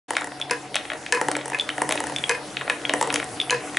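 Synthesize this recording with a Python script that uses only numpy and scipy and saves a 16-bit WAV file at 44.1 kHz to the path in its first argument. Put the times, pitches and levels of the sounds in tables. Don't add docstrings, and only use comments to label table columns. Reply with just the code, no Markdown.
import sys
import numpy as np
from scipy import signal
from scipy.io import wavfile

SR = 44100
rng = np.random.default_rng(int(sys.argv[2]) if len(sys.argv) > 2 else 0)


def dump_mix(stems):
    frames = np.atleast_2d(stems).T
    limited = np.clip(frames, -1, 1)
    pcm = np.round(limited * 32767).astype(np.int16)
    wavfile.write(sys.argv[1], SR, pcm)


N = 166698
FRAME_CRACK_HZ = 4170

# (time [s], level [dB])
ROLL_LEVEL = [(0.28, -44), (0.84, -43.5), (1.18, -42), (1.3, -35.5), (1.39, -35.5), (1.55, -42),
              (1.82, -38.5), (1.96, -33.5), (2.32, -44.5), (2.59, -40.5), (2.96, -37), (3.08, -30.5),
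              (3.27, -39.5), (3.78, -38.5)]


def from_db(db):
    return 10 ** (np.asarray(db) / 20)


def rms_one(x):
    return x / np.sqrt(np.mean(x ** 2) + 1e-20)


def in_time(rows):
    s, db = np.transpose(rows)
    return np.interp(np.arange(N) / SR, s, db)


def at_hz(points, hz):
    point_hz, values = np.transpose(points)
    return np.interp(np.log(hz), np.log(point_hz), values)


def high_pass(x, order, hz):
    return signal.sosfilt(signal.butter(order, hz, "high", fs=SR, output="sos"), x)


def drift(rate_hz):
    step, warm_up = 40, 2000
    r = np.exp(-2 * np.pi * rate_hz * step / SR)
    noise = rng.standard_normal(N // step + warm_up + 2)
    slow = signal.lfilter([1], [1, -2 * r, r * r], noise)[warm_up:]
    return np.interp(np.arange(N) / step, np.arange(len(slow)), rms_one(slow))


def decay_per_sample(t60):
    return from_db(-60 / (t60 * SR))


def dying(clicks, t60):
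    return signal.lfilter([1], [1, -decay_per_sample(t60)], clicks + 1e-18)


def ring(clicks, hz, t60):
    r, w = decay_per_sample(t60), 2 * np.pi * hz / SR
    return signal.lfilter([0, np.sin(w)], [1, -2 * r * np.cos(w), r * r], clicks + 1e-18)


def clicks_at(s, db):
    out = np.zeros(N)
    index = np.minimum((np.asarray(s) * SR).astype(int), N - 1)
    np.add.at(out, index, from_db(db))
    return out


def strike(s, db, modes, colour_db=lambda hz: 0):
    spread_db, chatter_db, chatter_cycles = 1.5, -11, 16
    spread = spread_db * rng.standard_normal((len(s), len(modes)))
    out = np.zeros(N)
    for k, (hz, level_db, t60) in enumerate(modes):
        clicks = clicks_at(s, db + level_db + colour_db(hz) + spread[:, k])
        chatter_t60 = chatter_cycles / hz
        even_energy = np.sqrt(1 - decay_per_sample(chatter_t60) ** 2)
        chatter = even_energy * dying(clicks, chatter_t60) * rng.standard_normal(N)
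        sign = -(-1) ** k
        out += sign * ring(clicks + from_db(chatter_db) * chatter, hz, t60)
    return out


def crack(s, db, low_hz):
    return dying(clicks_at(s, db), 0.012) * high_pass(rng.standard_normal(N), 2, low_hz)


def bounces():
    # (time [s], blow level [dB], crack over blow [dB])
    bounce_rows = [(0.1062, -4, -8.5), (0.1338, -14, -10), (0.2104, -11.5, -9), (0.2435, -14, -3),
                   (0.272, -17, -7), (1.2134, -1, -8.5), (1.2845, -3, -8), (1.366, -7.5, -3),
                   (1.4573, -13, -2.5), (1.4797, -14, -3.5), (1.5, -15, -5), (1.5186, -10.5, -22),
                   (1.7806, -7.5, -11), (1.8182, -0.5, -6.5), (1.8913, -3.5, -5.5), (1.9554, -11.5, -5),
                   (2.003, -5.5, -6.5), (2.0391, -9, -6), (2.0691, -13, -5), (2.0972, -12, -13),
                   (2.122, -12.5, -11), (2.9368, 2, -8), (3.0119, -3.5, -4.5), (3.0264, -4, -4.5),
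                   (3.0737, -11, -7), (3.1262, -10.5, -4.5), (3.2423, -26, 7.5)]
    # (frequency [Hz], level [dB], t60 [s])
    ramp_modes = [(348, -7.5, 0.014), (460, -23, 0.15), (508, -19, 0.14), (654, -4.5, 0.013),
                  (747, -10.5, 0.03), (873, -2, 0.023), (981, -1, 0.011), (1287, -11, 0.016),
                  (1796, -2.5, 0.01), (1987, -4.5, 0.012), (2970, -10, 0.0067)]
    ring_db, crack_low_hz = -7.5, 7560
    s, db, crack_db = np.transpose(bounce_rows)
    return strike(s, db + ring_db, ramp_modes) + crack(s, db + crack_db, crack_low_hz)


def drops():
    # (time [s], blow level [dB], crack and high modes [dB], low modes [dB])
    drop_rows = [(0.5096, -4.5, -5, 1.3), (.526, -11.5, -27, 8), (1.1238, -3, -6.5, 0.1),
                 (1.1484, -10, -12.5, 6), (1.173, -17.5, -11, 14), (1.532, -11.5, -28, 1),
                 (1.546, -10.5, -29, -12), (2.294, -2.5, -6.5, -1.5), (2.3113, -6, -16, 5.2),
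                 (2.348, -16, -17, 4), (2.7, -9.5, -18, -17), (3.5069, -5, -4, 1), (3.525, -10, -22, 10),
                 (3.5434, -16.5, -10, 14.5)]
    # (frequency [Hz], level [dB], t60 [s])
    step_modes = [(480.3, -14.5, .09), (518, -19.5, 0.031), (999, -13.5, 0.062), (1664, -4, 0.017),
                  (1738, -2, 0.027), (2087, -11, 0.032), (2519, -7.5, 0.023), (3030, -4.5, 0.016),
                  (4097, -1.5, 0.0077), (5067, 1, 0.0066), (6185, -4, 0.014)]
    ring_db, crack_low_hz = -6, 3770
    low_top_hz, high_from_hz = 1300, 2800
    taps_per_s, shake_t60_s, shake_db, bright_db = 600, 0.1, -8, 5.5
    s, db, crack_db, low_db = np.transpose(drop_rows)

    def colour_db(hz):
        if hz < low_top_hz:
            return low_db
        return crack_db if hz > high_from_hz else 0

    shake = dying(clicks_at(s, db + ring_db + shake_db), shake_t60_s)
    taps = shake * (rng.random(N) < taps_per_s / SR)
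    rattle = np.zeros(N)
    for hz, level_db, t60 in step_modes:
        if hz < high_from_hz:
            rattle += ring(from_db(level_db) * taps * rng.standard_normal(N), hz, t60)
    bright = from_db(bright_db) * signal.lfilter([1, -1], [1], taps * rng.standard_normal(N))
    blows = strike(s, db + ring_db, step_modes, colour_db)
    return blows + crack(s, db + crack_db, crack_low_hz) + rattle + bright


def clacks():
    # (time [s], blow level [dB], brightest pitch [Hz], thud over blow [dB], crack over blow [dB])
    clack_rows = [(0.1525, -20.5, 2740, -3, -13), (0.1672, -7, 2020, -6.5, -5),
                  (0.1823, -20, 2140, -1, -19), (0.2192, -16.5, 1180, -4, -29),
                  (0.319, -26.5, 1720, 2.5, -29), (0.3996, -27.5, 1380, 0, 2.5),
                  (0.497, -21, 1890, -19, -11), (0.744, -16, 2730, -38, -10),
                  (0.7558, -11.5, 2740, -1, 1.5), (0.7646, -12, 3050, -37, -20),
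                  (0.786, -26, 1360, -10, -15), (0.8096, -33, 2240, -5, -13), (0.852, -24, 2440, 0, -26),
                  (0.9008, -14.5, 1980, -7, -30), (0.9174, -17, 1680, 0, -22),
                  (0.9339, -20.5, 1810, 0.5, -7.5), (1.0629, -18, 2360, -25, -10.5),
                  (1.3147, -15, 1170, 1, 2), (1.352, -15, 2250, -20, -12), (1.389, -30, 2180, 7, -16),
                  (1.4114, -25, 2600, 3, -26), (1.5871, -19, 3940, -5, -5.5),
                  (1.6906, -12, 2000, -30, -9.5), (1.9007, -25, 2730, -1, -2),
                  (1.9088, -14, 2100, -0.5, -3), (1.9229, -12, 2500, -1, 2.5),
                  (1.9758, -15, 2280, -10, -28), (2.2824, -29, 2300, -9, -17), (2.5452, -34, 1360, -16, -6),
                  (2.569, -11, 2850, -28, -35), (2.594, -32, 2640, -11, -12), (2.6112, -17, 1900, -23, -24),
                  (2.6176, -24.5, 2230, 8, -22), (2.678, -17, 1710, 3, -21), (2.698, -8, 2370, -0.5, -10),
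                  (2.8946, -10.5, 2950, -2.5, -10.5), (2.9071, -36.5, 3140, 20, -16),
                  (3.1025, -13, 2400, -18, -16), (3.1411, -15.5, 2800, -23, 9.5),
                  (3.1583, -8.5, 2600, -5, -2), (3.1995, -16.5, 2170, -1.5, -9),
                  (3.2275, -20, 1820, 2, -23), (3.7458, -23, 1630, 0, -22), (3.7699, -8, 2020, -21, -5.5)]
    # (frequency [Hz], level [dB], t60 [s])
    knock_modes = [(1380, 7.5, 0.011), (1720, 2.6, 0.02), (1930, 5.7, 0.015), (2280, 6.2, 0.009),
                   (2546, 2.5, 0.02), (2937, 6.4, 0.0068), (3250, 0.7, 0.027), (3705, 9, 0.0056),
                   (4470, -4, 0.015)]
    # (frequency [Hz], level [dB], t60 [s])
    thud_modes = [(335, -12, 0.029), (628, -2.5, 0.045), (840, -7.5, 0.058), (1076, -5.5, 0.042)]
    ring_db, thud_ring_db, fall_db_per_octave = -8, -8, 10
    s, db, bright_hz, thud_db, crack_db = np.transpose(clack_rows)

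    def colour_db(hz):
        return -fall_db_per_octave * np.abs(np.log2(hz / bright_hz))

    knocks = strike(s, db + ring_db, knock_modes, colour_db)
    thuds = strike(s, db + thud_db + thud_ring_db, thud_modes)
    return knocks + thuds + crack(s, db + crack_db, FRAME_CRACK_HZ)


def ticks():
    # (time [s], ring level [dB], ring pitch [Hz], snap over ring [dB], crack over ring [dB])
    tick_rows = [(0.4143, -14.5, 3460, -4, -11), (.4241, -21.5, 3400, 0.5, -16),
                 (1.5975, -9, 3470, -7, -20), (1.6099, -17.5, 3500, -2, -5.5),
                 (1.7018, -17.5, 3050, -15, -24), (2.1624, -14, 3500, 2.5, -5.5),
                 (2.1847, -19, 3490, -1, -5), (2.2393, -11, 3310, 2.5, -35), (2.852, -13.5, 3320, 6.5, -37),
                 (2.913, -34, 3130, -9, -30), (3.4007, -9, 3530, -3, -12.5), (3.4143, -12, 3450, -6, -10),
                 (3.4973, -13, 3030, 6, -15)]
    ring_t60_s, snap_hz, snap_t60_s = 0.022, 2300, 0.004
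    s, db, hz, snap_db, crack_db = np.transpose(tick_rows)
    rings = np.zeros(N)
    for tick_s, tick_db, tick_hz in zip(s, db, hz):
        rings += ring(clicks_at([tick_s], tick_db), tick_hz, ring_t60_s)
    snaps = ring(clicks_at(s, db + snap_db), snap_hz, snap_t60_s)
    return rings - snaps + crack(s, db + crack_db, FRAME_CRACK_HZ)


def rolling():
    # (frequency [Hz], level [dB], t60 [s])
    body_modes = [(245, -9, 0.08), (296, 5, 0.23), (363, -6, 0.45), (454.7, 5.5, 0.045), (549, -2, 0.054),
                  (616.6, 2.5, 0.074), (743, 2.5, 0.15), (816, -12, 0.087), (1015, -18, .08),
                  (965, -17.5, 0.04), (1449, -2, 0.017), (1720, -14.5, 0.044), (1970, -3.5, 0.017),
                  (2500, -19.5, 0.017)]
    contacts_per_s, level_db = 125 * len(body_modes), -1
    sizes = from_db(2.7 * np.minimum(rng.exponential(1, N), 5)) * rng.choice([-1, 1], N)
    chance = contacts_per_s / SR * from_db(3 * drift(8))
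    contacts = sizes * (rng.random(N) < chance)
    dealt = rng.integers(0, len(body_modes), N)
    body = np.zeros(N)
    for k, (hz, db, t60) in enumerate(body_modes):
        body += from_db(db) * rms_one(ring(contacts * (dealt == k), hz, t60))
    return from_db(in_time(ROLL_LEVEL) + level_db) * rms_one(body)


def grit():
    taps_per_s, level_db, ring_cycles = 400, -7, 7.7
    pitches = np.geomspace(515, 5050, num=12)
    sizes = from_db(4.5 * np.minimum(rng.exponential(1, N), 4)) * rng.choice([-1, 1], N)
    chance = taps_per_s / SR * from_db(5 * drift(12))
    contacts = sizes * (rng.random(N) < chance)
    dealt = rng.integers(0, len(pitches), N)
    taps = np.zeros(N)
    for k, hz in enumerate(pitches):
        taps += ring(contacts * (dealt == k), hz, ring_cycles / hz)
    return from_db(in_time(ROLL_LEVEL) + level_db) * rms_one(taps)


def squeaks():
    # (time [s], length [s], start pitch [Hz], end pitch [Hz], level [dB])
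    squeak_rows = [(.345, .04, 4500, 4800, -49), (.955, .035, 4800, 5600, -50),
                   (1.25, .04, 6000, 6100, -51), (2.5, .05, 6000, 5950, -50), (3.33, .06, 4500, 4800, -46)]
    out = np.zeros(N)
    for s, length, start_hz, end_hz, db in squeak_rows:
        n, i = int(length * SR), int(s * SR)
        hz = np.linspace(start_hz, end_hz, n) * (1 + 0.015 * drift(150)[:n])
        swell = np.hanning(n) * drift(250)[:n]
        out[i:i + n] += from_db(db) * swell * np.sin(2 * np.pi * np.cumsum(hz) / SR)
    return out


def room(x):
    t60_s, level_db, cut_hz, width, onset_s = 0.24, -7, 6000, 0.42, 0.0077
    t = np.arange(SR // 2) / SR
    wash = rng.standard_normal((2, len(t))) * from_db(-60 * t / t60_s) * np.minimum(t / onset_s, 1)
    dulled = signal.lfilter(*signal.butter(1, cut_hz, fs=SR), wash)
    mid, side = dulled / np.sqrt(np.sum(wash[0] ** 2))
    stereo = mid + width * side * [[1], [-1]]
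    return from_db(level_db) * signal.fftconvolve(x[None], stereo, axes=1)[:, :N]


def hiss():
    # (time [s], level [dB])
    hiss_level = [(0.3, -45), (0.61, -45.5), (0.98, -43), (1.11, -45), (1.24, -39.5), (1.37, -46),
                  (1.53, -43.5), (2.03, -39.5), (2.77, -41), (3.09, -39.5), (3.34, -39.5), (3.78, -40)]
    # (frequency [Hz], density [dB per Hz])
    hiss_colour = [(15, -59), (25, -29), (138, -8.5), (165, -11), (303, -6.5), (559, -23.5), (721, -0.5),
                   (1140, -17), (1230, -9), (3410, -18), (4510, -19.5), (11000, -18.5), (14300, -17),
                   (22000, -120)]
    # (frequency [Hz], likeness [1 = the same])
    likeness = [(60, 0.96), (170, 0.91), (490, 1), (1420, 0.65), (4080, 0.64), (11700, 0.88)]
    lift_db, flicker_db, flicker_hz = 3.5, 3, 6.8
    edges = 22 * 2 ** np.arange(0, 9.6, 0.5)
    white = rng.standard_normal((2, 2, N))
    out = np.zeros((2, N))
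    for k, (low, high) in enumerate(zip(edges, edges[1:])):
        band = signal.butter(2, [low, high], "band", fs=SR, output="sos")
        mid, side = signal.sosfilt(band, white[k % 2])
        hz = np.sqrt(low * high)
        alike = np.clip(at_hz(likeness, hz), -1, 1)
        stereo = np.sqrt(1 + alike) * mid + np.sqrt(1 - alike) * side * [[1], [-1]]
        out += from_db(at_hz(hiss_colour, hz) + flicker_db * drift(flicker_hz)) * stereo
    return from_db(in_time(hiss_level) + lift_db) * rms_one(out)


def hum():
    # (time [s], level [dB])
    hum_level = [(0.12, -61.5), (0.44, -48), (1.08, -62), (1.26, -47), (1.56, -49), (1.59, -59.5),
                 (1.87, -44), (2.04, -61), (2.08, -44), (2.54, -55.5), (2.62, -45), (2.71, -60.5),
                 (3.09, -46), (3.45, -55.5), (3.58, -40), (3.68, -81), (3.73, -54), (3.78, -54)]
    # (frequency [Hz], width [Hz], level [dB])
    drone_rows = [(307.7, 17, -53.5), (327.4, 21, -54), (728, 16, -47.5)]
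    hz = 136.5 + 2.46 * drift(4.7)
    tone = np.sqrt(2) * np.sin(2 * np.pi * np.cumsum(hz) / SR)
    drones = np.zeros(N)
    for drone_hz, width_hz, db in drone_rows:
        t60 = np.log(1000) / (np.pi * width_hz)
        drones += from_db(db) * rms_one(ring(rng.standard_normal(N), drone_hz, t60))
    return from_db(in_time(hum_level)) * tone + drones


def scene():
    body_low_hz, peg_to_room_db, left_db = 259, -4, 0.6
    toy = bounces() + drops() + clacks() + rolling() + grit() + squeaks()
    toy = high_pass(toy, 4, body_low_hz)
    peg = ticks()
    reflections = room(toy + from_db(peg_to_room_db) * peg)
    return (toy + peg + reflections + hiss() + hum()) * from_db([[left_db], [-left_db]])


def record(dry):
    start_s, fade_s, overload = 0.081, 0.0053, 1.1
    opened = np.clip((np.arange(N) / SR - start_s) / fade_s, 0, 1)
    rounded = overload * np.tanh(dry / overload) * opened
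    softened = signal.sosfilt(signal.butter(8, 12250, fs=SR, output="sos"), rounded)
    return signal.sosfilt(signal.cheby2(14, 40, 11350, fs=SR, output="sos"), softened)


dry = scene()
out = record(dry)
dump_mix(out)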